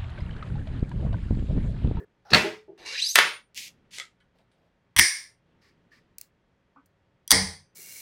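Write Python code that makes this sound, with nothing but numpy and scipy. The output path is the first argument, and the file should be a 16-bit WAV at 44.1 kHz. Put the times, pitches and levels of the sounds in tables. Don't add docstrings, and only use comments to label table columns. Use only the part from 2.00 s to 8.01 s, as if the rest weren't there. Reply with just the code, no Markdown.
import sys
import numpy as np
from scipy import signal
from scipy.fft import rfft, irfft
from scipy.io import wavfile
from scipy.ndimage import uniform_filter1d

SR = 44100
rng = np.random.default_rng(int(sys.argv[2]) if len(sys.argv) > 2 else 0)


def unload_audio(sound):
    columns = np.transpose(np.atleast_2d(sound))
    steps = np.round(np.clip(columns, -1, 1) * 32767)
    wavfile.write(sys.argv[1], SR, steps.astype(np.int16))


N = 265041
TIME = np.arange(N) / SR
STRAND_MS = 1.8


def amp(db):
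    return 10 ** (np.asarray(db) / 20)


def unit(x):
    return x / np.sqrt(np.mean(x ** 2) + 1e-20)


def add(mix, s, sound):
    part = mix[max(round(s * SR), 0):][:len(sound)]
    part += sound[:len(part)]


def flutter(samples, shape=N):
    return unit(uniform_filter1d(rng.standard_normal(shape), size=samples))


def envelope(strokes, attack_s, release_s, sag_db=0):
    gain = np.zeros(N)
    for s, length_s, db in strokes:
        t = TIME - s
        ramps = np.maximum(1 - t / attack_s, 0) + np.maximum(t - length_s, 0) / release_s
        gain += (t >= 0) * amp(db - sag_db * np.clip(t / length_s, 0, 1) - 20 * np.minimum(ramps, 10))
    return gain


def colour(x, spectrum, tilt=0, size=4096):
    octave = np.log2(abs(np.fft.fftfreq(size, 1 / SR)) + 1)
    hz, db = np.transpose(spectrum)
    db = np.interp(octave, np.log2(hz + 1), db) + tilt * np.maximum(octave - 8, 0)
    log_gain = np.log(amp(np.maximum(db - db.max(), -90)))
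    taps = np.fft.ifft(np.exp(np.conj(signal.hilbert(log_gain)))).real
    return signal.fftconvolve(x, taps[:size // 2])


def resonate(x, hz, width_hz):
    carrier = np.exp(2j * np.pi * np.cumsum(hz * np.ones(N)) / SR)
    pole = np.exp(-np.pi * width_hz / SR)
    return 2 * (carrier * signal.lfilter([1 - pole], [1, -pole], x / carrier)).real


def glide(hz, width_hz):
    return unit(resonate(resonate(rng.standard_normal(N), hz, width_hz), hz, 2 * width_hz))


def sing(resonances):
    return sum(amp(db) * unit(resonate(resonate(rng.standard_normal(N), hz, width), hz, width))
               for hz, width, db in resonances)


def body(x, share, length_s=.014, count=10):
    taps = np.zeros(int(length_s * SR))
    echoes = rng.choice([-1, 1], count) * share / np.sqrt(count)
    taps[rng.integers(len(taps) // 5, len(taps), count)] = echoes
    taps[0] = 1
    return signal.fftconvolve(x, taps / np.linalg.norm(taps))[:N]


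def room(t60, build_s=0.0038, fade_s=.31, treble_hz=10000, treble_life=0.92):
    t = np.arange(SR * 3 // 5) / SR
    echoes = rng.standard_normal(len(t)) * amp(4.4 * rng.standard_normal(len(t)) * np.exp(-t / 0.066))
    dull = signal.sosfiltfilt(signal.butter(2, treble_hz, fs=SR, output="sos"), echoes)
    tail = dull * amp(-60 * t / t60) + (echoes - dull) * amp(-60 * t / (t60 * treble_life))
    tail *= (1 - np.exp(-(t / build_s) ** 2)) * np.exp(-(t / fade_s) ** 4)
    return tail / np.linalg.norm(tail)


def contact(decay_ms, passes=4):
    fade = np.exp(-np.arange(int(decay_ms * SR / 150) + 16) * 1000 / SR / decay_ms)
    burst = rng.standard_normal(len(fade)) * fade
    for _ in range(passes):
        flat = unit(irfft(np.exp(1j * np.angle(rfft(burst))), len(fade)))
        burst = np.clip(flat * np.sqrt(np.mean(fade ** 2)), -2 * fade, 2 * fade)
    return burst


def struck(blows, direct, reverberant, room_db, t60, fade_s, build_s=0.0068, bright_db=0, soften_db=0):
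    cracks, tails = np.zeros((2, N))
    for s, db, decay_ms in blows:
        decay_ms = max(decay_ms, .2)
        tilt = bright_db - soften_db * np.log2(decay_ms)
        strength = amp(db) * np.sqrt(decay_ms * SR / 2000)
        crack = colour(contact(decay_ms), direct, tilt)
        tail = colour(room(t60, build_s, fade_s), reverberant, tilt / 2)
        add(cracks, s, strength * crack / np.linalg.norm(crack))
        add(tails, s, strength * amp(room_db) * tail / np.linalg.norm(tail))
    return cracks + body(tails, share=0.55)


def ring(s, modes, db, rise_s, blur_hz, length_s=0.56):
    t, out = np.arange(0, length_s, 1 / SR), np.zeros(N)
    for hz, level_db, t60 in modes:
        path_hz = hz + blur_hz * rng.uniform(-1, 1, (8, 1))
        paths = np.cos(2 * np.pi * (path_hz * t + rng.random((8, 1)))).sum(0)
        fade = amp(-60 * t / t60) * (1 - np.exp(-t / rise_s)) * np.cos(np.pi / 2 * t / t[-1]) ** 2
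        add(out, s, amp(db + level_db) * unit(paths * fade) * np.sqrt(np.mean(fade ** 2) / 2))
    return out


def rub(pressure, spectrum, grain_db, wet):
    slips = rng.standard_normal(N) * amp(grain_db * flutter(40))
    direct = unit(colour(slips, spectrum)[:N]) * pressure
    return direct + wet * signal.fftconvolve(direct, room(t60=0.27))[:N]


def air():
    # (frequency [Hz], relative level [dB])
    floor_spectrum = [(15, -31.5), (25, -6.5), (117, -2.5), (149, -5), (195, -6.5), (373, -11), (560, -12),
                      (818, -17.5), (1890, -19), (5880, -36.5), (16000, -58)]
    swell_spectrum = [(50, -8.5), (170, 1), (330, -4.5), (700, -16.5), (3000, -24.5), (12000, -55)]
    hum_lines = [(119.5, -79.5), (177.6, -75), (403.7, -83.5), (549, -82), (919.5, -84), (1470, -90),
                 (3273, -90)]
    # (start [s], length [s], level [dB])
    swell_spans = [(1.55, 0.397, -67), (3.45, 0.669, -68.5), (5.75, 0.3, -68)]
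    hum = sum(amp(db) * np.sqrt(2) * np.sin(2 * np.pi * (hz * TIME + rng.random()))
              for hz, db in hum_lines)
    swells = unit(colour(rng.standard_normal(N), swell_spectrum)[:N])
    swells *= envelope(swell_spans, attack_s=0.011, release_s=.12)
    floor = unit(colour(rng.standard_normal(N), floor_spectrum)[:N])
    return amp(-70) * floor + swells + amp(-5) * hum


def chain():
    # (start [s], length [s], relative level [dB])
    run = [(5.749, .26, -46.5)]
    # (frequency [Hz], level [dB])
    spectrum = [(240, -34), (400, -12), (1160, -18), (2250, -4), (2550, -13), (2800, -10.5), (3580, -10.5),
                (5870, -0.5), (9920, -2.5), (16000, -3.5)]
    # (frequency [Hz], bandwidth [Hz], level [dB])
    resonances = [(2235, 180, 0), (2783, 71, -5.5), (4170, 250, -4), (5940, 230, -3)]
    pressure = envelope(run, attack_s=0.0067, release_s=.05, sag_db=-4.5)
    rollers = rub(pressure, spectrum, grain_db=3, wet=0.11)
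    sprockets = sing(resonances) * envelope(run, attack_s=0.0208, release_s=.05, sag_db=-8.5)
    return amp(-0.9) * rollers + amp(-16.5) * sprockets


def hex_key():
    # (time [s], level [dB], decay [ms])
    scrapes = [(2.202, -72, 14), (2.386, -66.5, 6), (2.515, -70.5, 16)]
    # (start [s], length [s], level [dB])
    turns = [(2.34, 0.075, -70), (2.53, 0.15, -75)]
    # (frequency [Hz], level [dB])
    scrape_spectrum = [(500, -10), (1870, -3.5), (3500, -1), (5500, -10), (6960, -18), (8800, -9),
                       (12000, -26), (15600, -55)]
    turn_spectrum = [(300, -25), (430, -1), (640, 2), (950, -6), (1200, -17), (3200, -19), (4500, -19),
                     (7000, -35)]
    # (frequency [Hz], level [dB], t60 [s])
    modes = [(1900, 3, 0.178), (3000, 0, 0.1505), (4300, -7, 0.1)]
    key = struck(scrapes, scrape_spectrum, scrape_spectrum, room_db=-3, t60=0.23, fade_s=.1)
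    key += ring(2.202, modes, db=-64.5, rise_s=0.002, blur_hz=450, length_s=0.1505)
    return key + rub(envelope(turns, attack_s=0.018, release_s=0.053), turn_spectrum, grain_db=3, wet=.1)


def adjusting():
    # (time [s], level [dB], decay [ms])
    tool_ticks = [(4.1838, -29, 1.74), (4.2129, -27, 1.14), (4.859, -59.5, 3.8)]
    lever_knocks = [(4.76, -51.5, 13.2)]
    # (frequency [Hz], level [dB])
    tool_direct = [(880, -56), (1500, -21.5), (2540, -0.5), (3450, -23.5), (4370, 0.5), (8400, 1.5),
                   (16000, 0)]
    tool_reverb = [(880, -36.5), (1500, -5.5), (2460, -2), (3550, -10), (4420, -1), (13800, -9),
                   (16000, 0.5)]
    lever_spectrum = [(110, -40), (180, -28), (280, 4), (337, -46), (547, -17.5), (611, -22), (1170, -3.5),
                      (1520, -14), (1570, -33), (2500, -29), (4000, -100)]
    ticks = struck(tool_ticks, tool_direct, tool_reverb, room_db=-13, t60=0.18, fade_s=0.087,
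                   bright_db=2, soften_db=0.5)
    return ticks + struck(lever_knocks, lever_spectrum, lever_spectrum, room_db=0, t60=0.2, fade_s=0.098)


def cables():
    # (start [s], length [s], level [dB])
    feed_in = [(1.549, 0.13, -37.5)]
    feed_out = [(1.908, 0.091, -44)]
    wire_slides = [(3.608, 0.0877, -65), (3.908, 0.0712, -63)]
    # (time [s], level [dB], decay [ms])
    feed_catches = [(1.546, -45, 2.1), (1.576, -30, 5), (1.912, -54, 6.6)]
    port_taps = [(1.981, -43, 7.37), (1.9848, -25.5, 1.11), (1.999, -26, 1.95), (2.052, -43.5, 2.6)]
    # (frequency [Hz], level [dB])
    in_spectrum = [(530, -61), (900, -24), (1410, -26), (1490, -22), (2070, 1.5), (2730, 2.5), (3770, -0.5),
                   (4800, 1), (6480, -1), (8250, -7.5), (13500, -12), (16000, -18.5)]
    out_spectrum = [(530, -63), (900, -19), (1100, -25), (2270, -5.5), (3500, -3.5), (9310, -13.5),
                    (16000, -33.5)]
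    wire_spectrum = [(650, -41), (1100, -5), (1420, -13), (1830, 0), (3360, -15), (4920, -7), (6440, -20),
                     (13000, -32)]
    port_spectrum = [(180, -54), (300, -18), (360, -10), (701, -11), (1120, -15), (1230, -5), (1810, -8.5),
                     (2100, 7.5), (2520, -13.5), (3350, -7), (5340, -16), (7570, -16), (16000, -58.5)]
    # (frequency [Hz], level [dB], t60 [s])
    port_modes = [(1279, -2.5, 0.16), (2086, -2, 0.125), (3380, 5, 0.087), (7400, -8, 0.12)]
    cap_modes = [(1790, 0, 0.11)]
    push = envelope(feed_in, attack_s=0.02, release_s=0.035, sag_db=8)
    pull = envelope(feed_out, attack_s=0.03, release_s=0.0552, sag_db=0.5)
    feed = rub(push, in_spectrum, grain_db=1.5, wet=0.0764)
    feed += rub(pull, out_spectrum, grain_db=0, wet=.15)
    catches = struck(feed_catches, in_spectrum, in_spectrum, room_db=-1.5, t60=0.29, fade_s=.1,
                     bright_db=8, soften_db=4)
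    threading = envelope(wire_slides, attack_s=.013, release_s=0.048, sag_db=1)
    wire = rub(threading, wire_spectrum, grain_db=0, wet=0.18)
    cap = ring(3.917, cap_modes, db=-50.5, rise_s=0.00083, blur_hz=90.5)
    taps = struck(port_taps, port_spectrum, port_spectrum, room_db=-4, t60=0.191, fade_s=0.099,
                  bright_db=7.5, soften_db=4)
    swish = body(feed, share=0.28)
    port = ring(1.999, port_modes, db=-40, rise_s=0.00085, blur_hz=69.5)
    return swish + catches + wire + cap + taps + port


def wheel():
    # (start [s], length [s], level [dB])
    tyre_drag = [(0, 0.047, -43.5)]
    hub_seating = [(.25, .08, -57)]
    dropout_graze = [(.303, 0.01505, -36.5)]
    # (time [s], level [dB], decay [ms])
    drop_blows = [(.3038, -34.5, 4.1), (.318, -28.5, 23), (.3312, -18.5, 6.1), (.3342, -4.5, 3.5),
                  (.3455, -7, 2.6), (.3475, -8, 3.7), (.3715, -20, 6.7), (.402, -29, .4),
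                  (.4595, -33.5, 0.39), (.5285, -40.5, 0.84)]
    dull_bumps = [(.303, -39, 15), (.443, -30.5, 15), (.679, -45, 4.34), (.697, -45.5, 18),
                  (5.788, -55, 7.8)]
    # (frequency [Hz], level [dB])
    drag_spectrum = [(59, -29), (100, -13), (243, -14.5), (400, 4.5), (576, -15), (686, -23.5),
                     (1400, -27.5), (1740, -13.5), (2180, -38), (3250, -48)]
    seating_spectrum = [(290, -45), (500, -15), (839, -0.5), (1040, -20), (1450, -8), (2240, -30),
                        (5740, -22.5), (7000, -45)]
    drop_direct = [(29, -39), (60, -14), (155, -6.5), (507, -14), (646, -7.5), (1020, -17), (1300, -5),
                   (1540, -13.5), (1700, 0), (2210, -15), (2620, 1), (3100, -16), (4350, 2.5), (4900, -18),
                   (16000, -41)]
    drop_reverb = [(24, -49), (40, -24), (185, -6.5), (412, -7), (542, -9.5), (680, -6), (831, -12),
                   (942, -7.5), (1150, -13), (1340, -9.5), (2050, -5.5), (3060, -11.5), (4460, -15.5),
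                   (11800, -36.5), (16000, -42)]
    bump_spectrum = [(71, -53), (120, -23.5), (234, -32), (314, -3), (418, 4), (510, -19), (637, -9.5),
                     (731, -22), (1500, -51.5), (3300, -120)]
    # (time [s], level [dB], tilt about 400 Hz [dB/octave], length [s])
    rocks = [(0.443, -30, 2, 0.27), (0.68, -46.5, -5, 0.17)]
    # (frequency [Hz], level [dB], t60 [s])
    rim_modes = [(85.8, -4.5, 0.11), (167.15, -4, 0.29), (205, -1, .16), (1354, -2, .2), (1793.2, -4.5, .2),
                 (2676, -2, 0.29), (4470, 1, .17)]
    rock_modes = [(164.5, -22.5, 0.61), (339.4, 2.5, 0.29), (394.4, 3.5, 0.19), (431.6, -3.5, 0.73),
                  (620, -1, 0.18), (838, -2.5, 0.16)]
    tyre_pressure = envelope(tyre_drag, attack_s=0.00065, release_s=0.0049, sag_db=7)
    drag = rub(tyre_pressure, drag_spectrum, grain_db=0, wet=0.045)
    hub_pressure = envelope(hub_seating, attack_s=.002, release_s=.01, sag_db=-6.5)
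    seating = rub(hub_pressure, seating_spectrum, grain_db=1.5, wet=.1)
    drop = struck(drop_blows, drop_direct, drop_reverb, room_db=-2, t60=0.46, fade_s=0.25,
                  build_s=0.0034, bright_db=3.5, soften_db=2)
    rim = ring(.333, rim_modes, db=-19, rise_s=.003, blur_hz=8)
    bumps = struck(dull_bumps, bump_spectrum, bump_spectrum, room_db=-1, t60=0.29, fade_s=0.23,
                   bright_db=10.5, soften_db=2.5)
    for s, db, tilt, length_s in rocks:
        modes = [(hz, level_db + tilt * np.log2(hz / 400), t60) for hz, level_db, t60 in rock_modes]
        bumps += ring(s, modes, db, rise_s=0.0051, blur_hz=4.8, length_s=length_s)
    graze = glide(4707, width_hz=1306)
    graze *= envelope(dropout_graze, attack_s=0.0031, release_s=.03, sag_db=6.5)
    return drag + seating + graze + drop + rim + bumps


def grooves(pitch, jitter_hz=224, burst_db=2.5, octave_db=-8):
    # (multiple of the pitch, bandwidth [Hz], level [dB])
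    bands = [(.72, 594, -9.5), (1.4, 903, -7), (2.2, 3002, -10)]
    phase = 2 * np.pi * np.cumsum(pitch + jitter_hz * flutter(24)) / SR
    bursts = amp(burst_db * flutter(200, (2, N)))
    tone = unit(bursts[0] * np.cos(phase)) + amp(octave_db) * unit(bursts[1] * np.cos(2 * phase))
    return tone + sum(amp(db) * glide(ratio * pitch, width) for ratio, width, db in bands)


def axle_slide():
    # (time [s], rate [Hz], relative level [dB])
    passage = [(.78, 520, -40), (.87, 1078, -32), (.93, 1400, -29.5), (.953, 1742, -23),
               (.975, 2199, -26.5), (.994, 2700, -20), (1.014, 3650, -26), (1.024, 3955, -18),
               (1.032, 4150, -22.5), (1.056, 4650, -23.5), (1.064, 4870, -20), (1.074, 5107, -24),
               (1.09, 5830, -21), (1.115, 6560, -24), (1.15, 8780, -32)]
    # (start [s], length [s], level [dB])
    strokes = [(.777, .07, -61.5), (.85, 0.16, -38.5)]
    hollow_span = [(.78, .17, -56.5)]
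    # (frequency [Hz], level [dB])
    tube_spectrum = [(600, -24), (1000, -23), (1300, -29), (1750, -13.5), (2300, -16.5), (2800, -11),
                     (3300, -17.5), (3950, -0.5), (4200, -9.5), (4500, -11.5), (4800, -4.5), (5300, -14),
                     (6300, -7.5), (6900, -22), (7900, -12.5), (9900, -19), (10700, -13), (13000, -17.5),
                     (16000, -32.5)]
    slide_spectrum = [(470, -51.5), (800, -21.5), (1290, -28), (1780, -9), (2840, 1), (3260, -12),
                      (4180, 3.5), (6300, -3), (6900, -10.5), (11500, -23), (13000, -55)]
    # (frequency [Hz], bandwidth [Hz], level [dB])
    squeaks = [(2280, 108, 0), (2780, 130, 0), (4000, 170, -3)]
    times, hz, bite_db = np.transpose(passage)
    pitch = np.interp(TIME, times, hz)
    moving = (TIME >= times[0]) * (TIME <= times[-1])
    bite = amp(np.interp(TIME, times, bite_db)) * moving
    grip = amp(2.2 * flutter(60))
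    zipping = colour(grooves(pitch) * grip * bite, tube_spectrum)[:N]
    zipping += amp(-7) * signal.fftconvolve(zipping, room(t60=.42))[:N]
    push = envelope(strokes, attack_s=0.013, release_s=0.1, sag_db=2.5) * moving
    slide = body(rub(push, slide_spectrum, grain_db=3.5, wet=0.22), share=0.62)
    slide += amp(-7) * sing(squeaks) * push
    hollow_hz = np.minimum(296 * (pitch / pitch[0]) ** 0.45, 480)
    hollow = glide(hollow_hz, width_hz=100) * grip
    hollow *= envelope(hollow_span, attack_s=0.025, release_s=0.063)
    return zipping + slide + hollow


def axle_knock():
    # (time [s], level [dB], decay [ms])
    blows = [(.7775, -55.5, 4.1), (1.153, -22.5, 1.44), (1.1564, -3, 2.17), (1.1594, -12, 3.3),
             (1.1795, -12.5, 4.1), (1.1868, -4.5, 3.88)]
    # (frequency [Hz], level [dB])
    direct = [(88, -67.5), (150, -31.5), (589, -11), (745, -12), (1360, -5), (1660, -6), (1790, 1.5),
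              (1980, -8), (2920, -6.5), (5150, -16.5), (9630, -22.5), (10800, -20), (16000, -32.5)]
    reverberant = [(70, -70), (156, -22), (260, -27), (295, -17), (452, -8.5), (502, -12.5), (784, -15),
                   (910, -7), (1330, -3.5), (2040, -1), (4470, -9.5), (8280, -25), (9410, -23),
                   (16000, -41.5)]
    # (frequency [Hz], level [dB], t60 [s])
    modes = [(1451, -1.5, .3), (1797, 2.5, 0.26), (2010, 1, 0.3), (2290, -1.5, 0.2), (6450, -13, 0.32),
             (8200, -14, 0.22), (9150, -13.5, 0.72), (10660, -7.5, 0.16)]
    knock = struck(blows, direct, reverberant, room_db=-1.14, t60=0.47, fade_s=0.208,
                   build_s=0.0012, bright_db=8.5, soften_db=5)
    knock += ring(1.187, modes[:4], db=-21.5, rise_s=.001, blur_hz=20, length_s=.16)
    return knock + ring(1.158, modes, db=-22, rise_s=0.0023, blur_hz=9, length_s=0.39)


def recoil():
    # (frequency [Hz], level [dB], t60 [s])
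    frame_modes = [(60.4, -3, .15), (86.04, 0, 0.13), (128, -9, .13), (218.94, -2.5, 0.14),
                   (284, -12.5, .2), (353, -10.5, 0.32)]
    derailleur_modes = [(52, -8, 0.48), (85.6, -2.5, 0.61), (151.4, -7, 0.65), (193.5, 2.5, 0.48),
                        (274, 7, 0.15), (451, -2, 0.4), (502, -8.5, .19), (633, -1, 0.22),
                        (845, -13.5, 0.33), (921, -15.5, .45)]
    squeeze = ring(2.966, frame_modes[:2], db=-24, rise_s=.004, blur_hz=7.3)
    frame = ring(2.986, frame_modes, db=-24, rise_s=0.004, blur_hz=7.3, length_s=0.15)
    return squeeze + frame + ring(5.32, derailleur_modes, db=-24, rise_s=0.027, blur_hz=9, length_s=0.52)


def housing_cut():
    # (time [s], level [dB])
    strands = [(2.9637, -16.5), (2.9664, -13), (2.9753, -17.5), (2.9828, -13.5), (2.987, -7.5),
               (2.9895, -4), (2.9925, -14), (2.9944, 1), (2.9993, -13.5)]
    # (frequency [Hz], level [dB])
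    direct = [(350, -66.5), (600, -42.5), (944, -9.5), (1400, -14), (1780, -0.5), (2150, 3), (2470, -8),
              (2650, -7), (3160, -4.5), (4650, -13), (5870, -4.5), (7020, -22.5), (7940, -8.5), (9620, -9),
              (16000, -19.5)]
    reverberant = [(400, -44), (700, -30.5), (1100, -21), (1400, -24), (1750, -2.5), (2220, -3),
                   (2600, -20), (4200, -14), (4950, -5.5), (5850, -5.5), (6300, -17), (7900, -18),
                   (9100, -3.5), (9900, -17), (12200, -27.5), (16000, -35)]
    # (frequency [Hz], level [dB], t60 [s])
    sheath_modes = [(1026, -12, .04), (3260, 1, 0.028), (5680, -6, .015), (9450, -7, 0.025)]
    snap_modes = [(1814, 0.5, 0.31), (2018, 0, 0.4), (2207, -2, 0.42), (5006, -8, 0.44), (5230, -8, 0.44),
                  (5860, -5, 0.44), (5922, -6, 0.39), (8748, -8, 0.44), (8969, -4, 0.36), (9130, -4, 0.34)]
    cracks = [(s, db, STRAND_MS) for s, db in strands]
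    cut = struck(cracks, direct, reverberant, room_db=-2.5, t60=0.52, fade_s=0.3,
                 build_s=.012, bright_db=-0.4)
    for s, _ in strands[:5]:
        cut += ring(s, sheath_modes, db=-19, rise_s=0.00025, blur_hz=160, length_s=.04)
    cut += ring(2.9944, snap_modes, db=-25, rise_s=0.0038, blur_hz=6.7, length_s=.5)
    return cut + ring(2.9944, snap_modes, db=-25.5, rise_s=0.0038, blur_hz=150, length_s=.5)


def wire_cut():
    # (time [s], level [dB], decay [ms])
    first_bite = [(5.2778, -24.5, 0.97)]
    # (time [s], level [dB])
    strands = [(5.3019, -35), (5.306, -14.5), (5.3073, -6.5), (5.3088, -6), (5.3154, 0), (5.3208, -19),
               (5.3245, -10.5)]
    # (frequency [Hz], level [dB])
    direct = [(290, -54), (500, -28), (1080, -8), (1740, -15.5), (2070, -13), (2500, -20.5), (3340, -4),
              (4210, -10), (4660, 1), (5390, -14), (5880, 0), (7420, -19), (8830, -4.5), (12900, -16),
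              (16000, -18)]
    reverberant = [(410, -15), (700, -12.5), (830, -9), (1040, -13), (1420, -18), (2030, -1.5), (2700, -24),
                   (3320, -14), (3640, -15.5), (4920, -4), (5920, -11), (6920, -20.5), (9350, -8.5),
                   (11700, -32.5), (16000, -37.5)]
    # (frequency [Hz], level [dB], t60 [s])
    long_modes = [(1898, 0, 0.38), (2125, -3.5, .44), (3391, -3.5, 0.2), (4700, -2, 0.48), (4759, 0.5, 0.5),
                  (5010, -3.5, 0.42), (5430, -6, 0.41), (5800, -4.5, 0.46), (6030, -5.5, 0.54),
                  (8800, -3.5, 0.44), (9250, -3, 0.42)]
    short_modes = [(3360, -2.5, 0.04), (5890, 3.5, 0.026)]
    cracks = [(s, db, STRAND_MS) for s, db in strands]
    cut = struck(cracks, direct, reverberant, room_db=-3.5, t60=0.5, fade_s=0.29,
                 build_s=0.0089, bright_db=0.5)
    cut += ring(5.316, long_modes, db=-28.5, rise_s=.005, blur_hz=8)
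    cut += ring(5.316, long_modes, db=-27.5, rise_s=0.0059, blur_hz=220.3)
    cut += ring(5.3075, short_modes, db=-25.5, rise_s=.0003, blur_hz=120, length_s=.05)
    bite = struck(first_bite, direct, reverberant, room_db=-10.5, t60=0.53, fade_s=.33, bright_db=7)
    bite += ring(5.2778, short_modes, db=-36, rise_s=0.00029, blur_hz=120, length_s=0.02)
    return bite + cut


def scene():
    mounting = wheel() + axle_slide() + axle_knock()
    cabling = cables() + housing_cut() + wire_cut() + recoil()
    return (mounting + cabling + hex_key() + adjusting() + chain() + air())[None]


def record(dry):
    lowpass = signal.firwin(301, 16100, window=("kaiser", 8), fs=SR)
    return signal.oaconvolve(np.clip(dry, -1, 1), lowpass[None], "same")


dry = scene()
out = record(dry)
unload_audio(out)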